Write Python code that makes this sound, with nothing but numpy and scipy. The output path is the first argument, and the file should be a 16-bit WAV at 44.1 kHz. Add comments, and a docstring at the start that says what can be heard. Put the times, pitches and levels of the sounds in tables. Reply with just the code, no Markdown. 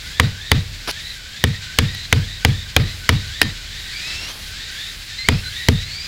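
"""In a forest, a hatchet drives a wooden stake into the soil, so close that its cracks overload
the microphone. Each blow is a short crack of wood and a thud that the ground spreads into two
gliding waves; one stroke only grazes the bark. Far insects hiss, buzz and whistle on rising notes
over a low rumble. Later, nearer insects join in and a sleeve rustles as the arm comes down."""
import sys
import numpy as np
from scipy import signal
from scipy.fft import rfft, irfft
from scipy.io import wavfile

SR = 44100
rng = np.random.default_rng(int(sys.argv[2]) if len(sys.argv) > 2 else 0)


def master_out(mix):
    """Clip the mix to full scale and print it as 16-bit PCM to the path in sys.argv[1]."""
    frames = np.transpose(np.atleast_2d(mix))
    ceiling = np.clip(frames, -1, 1)
    pcm = np.round(ceiling * 32767).astype(np.int16)
    wavfile.write(sys.argv[1], SR, pcm)


N = 267687
TIME = np.arange(N) / SR

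# Far insect whistles. Each row: start in seconds, length in seconds, top pitch in Hz, level in dB.
FAR_WHISTLES = [(0.0, 0.33, 1936, -42), (0.229, 0.4, 1900, -41), (0.791, 0.37, 1978, -40.5),
                (1.136, .46, 1900, -43), (1.581, 0.51, 1987, -40), (2.1, 0.31, 1914, -42.5),
                (2.37, .29, 1858, -41.5), (2.63, 0.35, 1987, -42), (2.98, 0.27, 1908, -40),
                (3.2, .33, 1994, -39), (3.519, 0.44, 1928, -43.5), (3.832, 0.32, 1984, -42),
                (4.421, 0.33, 1904, -44), (4.65, 0.28, 1870, -38.5), (5.41, 0.3, 1940, -36.5)]
# How well the insects send out each pitch. Each row: frequency in Hz, boost or cut in dB.
INSECT_RESPONSE = [(1400, -0.5), (2000, 0.5), (2650, -2.5), (3050, -10), (3400, 3), (3700, 3), (4100, 3),
                   (4800, 2), (5600, -8), (6200, -5), (10000, -18)]
# How loud the insect hiss is as time passes. Each row: time in seconds, level in dB.
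HISS_LEVELS = [(0.0, -35), (0.42, -37), (0.69, -36.5), (1.42, -36.5), (1.52, -35), (1.89, -34.5),
               (2.69, -37.5), (3.33, -34), (3.52, -35), (3.82, -34), (4.11, -30.5), (4.33, -36),
               (4.68, -32.5), (5.14, -35), (5.8, -33), (6.07, -34.5)]
# The tone of the insects' hiss and of their high fizz. Each row: frequency in Hz, level in dB.
HISS_SPECTRUM = [(900, -26), (1300, -11), (1550, -3), (2000, -0.5), (2900, -2), (3900, 2), (4800, -1),
                 (6000, -8), (7500, -8.5), (9000, -20), (12000, -31)]
FIZZ_SPECTRUM = [(6000, -24), (9000, 6.5), (10300, 5.5), (12000, 0.5), (15000, 2.5), (16000, -6)]
# One thin insect's buzzes. Each row: start in seconds, length in seconds, level in dB.
BUZZ_PHRASES = [(0.0, 0.17, -51), (0.982, .22, -50.5), (1.57, .22, -68), (1.945, .17, -59),
                (2.329, .24, -59), (2.88, 0.19, -52), (3.202, .18, -58), (3.765, .24, -51.5),
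                (4.26, 0.28, -47), (4.68, 0.42, -49.5), (5.352, 0.415, -48)]
# The tone of the outdoor rumble. Each row: frequency in Hz, level in dB.
RUMBLE_SPECTRUM = [(15, -9.5), (28, -31), (42, 8), (54, -11), (68, -0.5), (100, -5.5), (160, -12.5),
                   (300, -22.5), (600, -26.5), (1200, -27), (2500, -36)]
# Hatchet blows. Each row: time in seconds, crack level in dB, brightness in dB per octave,
# early thud, late thud, upper ground wave and handle levels in dB, pitch multiplier for the wood.
HATCHET_BLOWS = [(0.1985, 4.5, 0.5, 1, 1, 0.5, -12, 1.004), (0.5167, 2.5, 1.5, 2.5, 1.5, 1, -10, 1.02),
                 (1.44, -1, 1.5, 4, -0.5, 1, -12, 1), (1.7873, 2.5, 4.5, 2, 1, -0.5, -7, 1.01),
                 (2.1271, 2, 3, 2, 2.5, -1, -9, 1.05), (2.4493, 2, 2, 2, 2.5, -1.5, -30, 1.034),
                 (2.7648, 4.5, 1, 2.5, 2.5, -0.5, -28, 1.08), (3.0917, 4, 3, 1, 3, 0, -13, 1),
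                 (3.4160, -1.5, 8.5, -13, -7.5, -1, 5, 0.86), (5.2871, 3.5, 0, 3.5, 1.5, 3.5, -29, 1.035),
                 (5.6861, -1.5, 1.5, 9, 1, 7, -27, 0.98)]
# The notes that ring in the struck end of the wood, the held stake, the hatchet's handle and the soil.
# Each row: frequency in Hz, level in dB, seconds to fade by 60 dB.
CRACK_MODES = [(495, -19, 0.0026), (936, -14, 0.014), (1239, -25, 0.041), (1944, -2, 0.0092),
               (2151, -2, 0.01), (3000, 1, 0.0072), (3273, -13, 0.018), (4313, 4, 0.0027),
               (5910, -4.5, 0.004), (7600, -6.5, 0.0026), (9440, -21, 0.0017)]
STAKE_MODES = [(305, -25.5, 0.15), (499, -25, 0.071), (553, -33, 0.039), (676, -25.5, 0.051),
               (1186, -27.5, 0.053), (2308, -31.5, 0.1), (3410, -26, 0.063), (3840, -19, 0.032)]
HANDLE_MODES = [(317, -32.5, 0.29), (435, -25.5, 0.068), (1630, -25, 0.04), (1810, -29, 0.28),
                (1840, -9.5, 0.028), (3150, -25, 0.12), (3790, -31, 0.059), (4850, -29.5, 0.13)]
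SOIL_MODES = [(40.6, -28.5, 0.96), (70.1, -24, 0.74), (96.65, -18.5, 0.61), (136.4, -28.5, 0.76),
              (196.8, -29.5, 0.42), (294, -33, 0.25), (432.2, -22, .11), (465, -32, 0.29)]
# The tone of crushed fibres and of the echo from the trees. Each row: frequency in Hz, level in dB.
SPLINTER_SPECTRUM = [(300, -0.5), (600, 2), (1000, 1.5), (2000, -1), (3300, -8), (5000, -12.5), (8000, -29),
                     (15000, -44)]
ECHO_SPECTRUM = [(150, 18), (400, 1.5), (900, -4.5), (2000, 0), (4500, -2.5), (7000, -21), (15000, -27.5)]
# Two waves in the ground: the slow one brings mostly bass first, the upper one treble first.
# Each row: seconds after the shove, pitch in Hz, level in dB.
SLOW_GLIDE = [(0, 203, -18.5), (.006, 61, -14), (.02, 72, -19), (.033, 86, -10), (.047, 119, -12.5),
              (.062, 160, -19.5), (.08, 108, -25), (.11, 70, -28)]
UPPER_GLIDE = [(0.0, 300, -8.5), (0.012, 258.1, -43), (0.03, 250.7, -19), (0.05, 192.1, -34),
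               (0.07, 178, -29), (0.11, 95.2, -41.5)]
# Small scrapes and ticks on the bark.
# Each row: start in seconds, length in seconds, level in dB, brightness in dB per octave.
BARK_SCRAPES = [(0.873, 0.011, -23, -0.5), (0.883, 0.014, -21.5, -1.5), (0.895, 0.016, -24, 1),
                (0.91, 0.0036, -20.5, 4), (1.9476, 0.004, -28, 1.5), (3.429, 0.0036, -19.5, 0),
                (4.806, 0.0044, -35, 2)]
# The tone of rubbing, for both bark and cloth. Each row: frequency in Hz, level in dB.
RUB_SPECTRUM = [(90, -35), (200, -6), (1200, -3.5), (3300, -2.5), (5200, -2.5), (7700, -22), (10700, -12.5),
                (15500, -27)]
# Nearer insects, one list for each call.
# Each row: time in seconds, pitch in Hz, level in dB, pitch spread in Hz, overtone level in dB.
NEAR_WHISTLES = [
    [(3.91, 2215, -46, 199, 1), (3.98, 2340, -37, 192, 2.5), (4.07, 2580, -30.5, 100, -13),
     (4.17, 2685, -32.5, 91.5, -4), (4.27, 2815, -30.5, 100.4, -1), (4.33, 3300, -31, 260, -5)],
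    [(5.09, 1780, -40, 57.6, -11), (5.17, 1830, -43, 66, -6), (5.19, 2045, -36, 44.5, 0),
     (5.245, 2060, -32, 44.3, 0), (5.28, 2390, -35.5, 151, -2), (5.42, 2720, -39, 265, 3)],
    [(5.43, 2060, -50, 50, 7), (5.47, 2027, -42, 45, 10), (5.51, 2090, -46, 50.5, 7)],
    [(5.7, 1833, -48, 150, 4), (5.83, 1925, -43, 180.4, 9.5), (5.94, 2250, -40.5, 210, 4.5),
     (6.07, 2480, -33, 150, -3)],
]
# How loud the sleeve is as the arm comes down. Each row: time in seconds, level in dB.
SLEEVE_LEVELS = [(3.95, -89), (4.07, -37), (4.16, -44), (4.28, -36), (4.4, -41), (4.5, -63)]


def amp(db):
    """Turns decibels into a multiplier."""
    return 10 ** (np.asarray(db) / 20)


def unit(x):
    """Scales a sound to an average (rms) level of 1."""
    return x / np.sqrt(np.mean(x ** 2) + 1e-20)


def add(mix, start_s, sound):
    """Mixes a sound in at the given time."""
    part = mix[max(round(start_s * SR), 0):][:len(sound)]
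    part += sound[:len(part)]


def colour(x, spectrum, tilt_db=0):
    """Shapes the tone of x, tilts it by tilt_db per octave and sets its level to 1."""
    octave = np.log2(np.fft.rfftfreq(len(x), 1 / SR) + 1)
    hz, db = np.transpose(spectrum)
    gain = amp(np.interp(octave, np.log2(hz), db) + tilt_db * octave)
    return unit(irfft(rfft(x) * gain, len(x)))


def noise(spectrum, size, tilt_db=0):
    """Random noise with the given tone."""
    return colour(rng.standard_normal(size), spectrum, tilt_db)


def drift(size, hz):
    """A wandering value that heads for a new random point hz times a second."""
    points = rng.standard_normal(2000)
    position = np.cumsum(hz * np.ones(size)) / SR
    return np.interp(position, np.arange(len(points)), points)


def fade(size, in_s, out_s):
    """A level that fades in, holds and fades out."""
    t = np.arange(size) / SR
    ramp = np.minimum(t / in_s, t[::-1] / out_s)
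    return np.sin(np.pi / 2 * np.clip(ramp, 0, 1))


def whistle(hz, width_hz, rasp_db, overtone_db, waver, flutter_db=2):
    """A fuzzy, wavering insect call: narrow bands of noise on a pitch and its octave, plus a rasp."""
    size = len(hz)
    cycles = np.cumsum(hz * (1 + waver * drift(size, 25.1))) / SR
    call = amp(rasp_db) * noise(HISS_SPECTRUM, 32768)[:size]
    for harmonic, db in [(1, 0), (2, overtone_db)]:
        fuzz = drift(size, width_hz * harmonic) + 1j * drift(size, width_hz * harmonic)
        band = unit((fuzz * np.exp(2j * np.pi * harmonic * cycles)).real)
        response_db = np.interp(harmonic * hz, *np.transpose(INSECT_RESPONSE))
        call += amp(db + flutter_db * drift(size, 21.55) + response_db) * band
    return call


def far_whistles(level_db=-0.5, low_hz=1459, dip_hz=160.3, dip_s=0.04):
    """Each far insect call dips to a low note, climbs, and holds its top pitch."""
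    out = np.zeros(N)
    for start_s, length_s, top_hz, db in FAR_WHISTLES:
        progress = np.linspace(0, 1, int(length_s * SR))
        climb = 1 / (1 + np.exp((0.45 - progress) / 0.085))  # steepest just before halfway
        dip = dip_hz * np.exp(-progress * length_s / dip_s)
        hz = low_hz + dip + (top_hz - low_hz) * climb
        width_hz = 130 + 120 * climb  # fuzzier as it climbs
        effort_db = 4.5 * np.log2(hz / top_hz)  # and louder too
        call = whistle(hz, width_hz, rasp_db=0.5, overtone_db=1.5, waver=0.01193)
        call *= fade(len(call), in_s=0.062, out_s=0.044)
        add(out, start_s, amp(db + level_db + effort_db) * call)
    return out


def insect_hiss(fizz_db=-25, flutter_db=1.5):
    """Many far insects blend into a wide hiss with a little fizz on top."""
    level = amp(np.interp(TIME, *np.transpose(HISS_LEVELS)) + flutter_db * drift(N, 40))
    return level * (noise(HISS_SPECTRUM, N) + amp(fizz_db) * noise(FIZZ_SPECTRUM, N))


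def insect_buzzes(ramp_s=0.048):
    """A thin, very high insect buzzes in short phrases."""
    level = np.zeros(N)
    for start_s, length_s, db in BUZZ_PHRASES:
        add(level, start_s, amp(db) * fade(int(length_s * SR), ramp_s, ramp_s))
    return level * noise(FIZZ_SPECTRUM, N)


def outdoor_rumble(level_db=-38.5, swell_db=1):
    """The open air rumbles low, gently swelling and sinking."""
    return amp(level_db + swell_db * drift(N, 6)) * noise(RUMBLE_SPECTRUM, N)


def ring(modes, t, pitch=1):
    """Something struck at t = 0 rings with several notes, each dying away at its own rate."""
    t = np.maximum(t, 0)
    hz, db, fade_s = np.transpose(modes)[:, :, None]
    return (amp(db - 60 * t / fade_s) * np.sin(2 * np.pi * hz * pitch * t)).sum(0)


def crack(t, bright_db, ring_db=4, touch_s=0.0011, crush_s=0.0051, splinter_s=0.035):
    """Steel touches the frayed top, crushes it and hits solid wood; each blow has its own brightness."""
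    modes = [(hz, db + bright_db * np.log2(hz / 2000), fade_s) for hz, db, fade_s in CRACK_MODES]
    detune = 1 + 0.015 * rng.standard_normal((len(modes), 1))  # no two blows land alike
    touch = amp(-13) * np.clip(1 + t / touch_s, 0, 1) ** 0.5
    after = np.maximum(t, 0)
    crush = amp(1 - 60 * after / crush_s) + amp(-13 - 60 * after / splinter_s)
    fibres = np.where(t < 0, touch, crush) * noise(SPLINTER_SPECTRUM, len(t), bright_db)
    return amp(ring_db) * ring(modes, t, detune) + fibres


def forest_echo(t, near_fade_s=0.34, far_fade_s=0.32, far_delay_s=0.031):
    """Sound bounces back from things nearby at once, then from the trunks farther off."""
    near = (t > 0) * amp(-27 - 60 * t / near_fade_s)
    far_t = t - far_delay_s
    far = np.clip(far_t / 0.0028, 0, 1) * amp(-29 - 60 * far_t / far_fade_s)
    return (near + far) * noise(ECHO_SPECTRUM, len(t))


def ground_wave(glide, t):
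    """Soil carries each pitch at its own speed, so one shove arrives as a sliding note."""
    times, hz, db = np.transpose(glide)
    cycles = np.cumsum(np.interp(t, times, hz) * (t > 0)) / SR
    fade_db = -300 * np.maximum(t - times[-1], 0)
    return amp(np.interp(t, times, db) + fade_db) * np.sin(2 * np.pi * cycles)


def thud(t, early_db, late_db, upper_db, late_s=0.025):
    """The stake shoves the soil, which rings and carries two waves."""
    shove = -amp(np.interp(t, [0, late_s], [early_db, late_db]))  # the ground first moves down
    low = ground_wave(SLOW_GLIDE, t) + ring(SOIL_MODES, t)
    return shove * low + amp(upper_db) * ground_wave(UPPER_GLIDE, t)


def hatchet_blows(soil_lag_s=0.0021):
    """Each blow cracks, rings the stake and the handle, and shoves the ground."""
    out = np.zeros(N)
    t = np.arange(-128, SR // 2) / SR  # starts just before the hit, for the first touch
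    for hit_s, crack_db, bright_db, early_db, late_db, upper_db, handle_db, pitch in HATCHET_BLOWS:
        wood = crack(t * pitch, bright_db) + ring(STAKE_MODES, t, pitch) + forest_echo(t)
        handle = amp(handle_db) * ring(HANDLE_MODES, t)  # rings when a blow lands off centre
        ground = thud(t - soil_lag_s, early_db, late_db, upper_db)
        add(out, hit_s + t[0], amp(crack_db) * wood + handle + ground)
    return out


def bark_scrapes(grain_db=4):
    """Steel skids over bark in short, gritty bursts."""
    out = np.zeros(N)
    for start_s, length_s, db, bright_db in BARK_SCRAPES:
        grains = rng.standard_normal(4096) * amp(grain_db * drift(4096, 2500))
        size = int(length_s * SR)
        scrape = unit(colour(grains, RUB_SPECTRUM, bright_db)[:size])
        add(out, start_s, amp(db) * scrape * signal.windows.tukey(size, 0.2))
    return out


def near_whistles(ramp_s=0.02):
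    """Nearer insects sing clearer calls that climb higher, in steps."""
    out = np.zeros(N)
    for curve in NEAR_WHISTLES:
        times, *columns = np.transpose(curve)
        t = np.arange(times[0], times[-1], 1 / SR)
        hz, db, width_hz, overtone_db = (np.interp(t, times, column) for column in columns)
        call = whistle(hz, width_hz, rasp_db=-5.5, overtone_db=overtone_db, waver=0.0049)
        add(out, times[0], amp(db) * call * fade(len(t), ramp_s, ramp_s))
    return out


def sleeve_rustle(grain_db=3):
    """Cloth rubs as the arm with the hatchet is lowered."""
    level_db = np.interp(TIME, *np.transpose(SLEEVE_LEVELS), left=-120, right=-120)
    return amp(level_db + grain_db * drift(N, 65)) * noise(RUB_SPECTRUM, N)


def scene():
    """Adds the work, the insects and the rumble into one channel."""
    work = hatchet_blows() + bark_scrapes() + sleeve_rustle()
    insects = far_whistles() + near_whistles() + insect_hiss() + insect_buzzes()
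    return (work + insects + outdoor_rumble())[None]


def record(dry):
    """The cracks overload the microphone, which flattens their peaks; the highest treble is cut."""
    clipped = np.clip(dry, -1, 1)
    low_pass = signal.firwin(255, cutoff=16000, window=("kaiser", 7), fs=SR)
    return signal.oaconvolve(clipped, low_pass[None], "same")


dry = scene()
out = record(dry)
master_out(out)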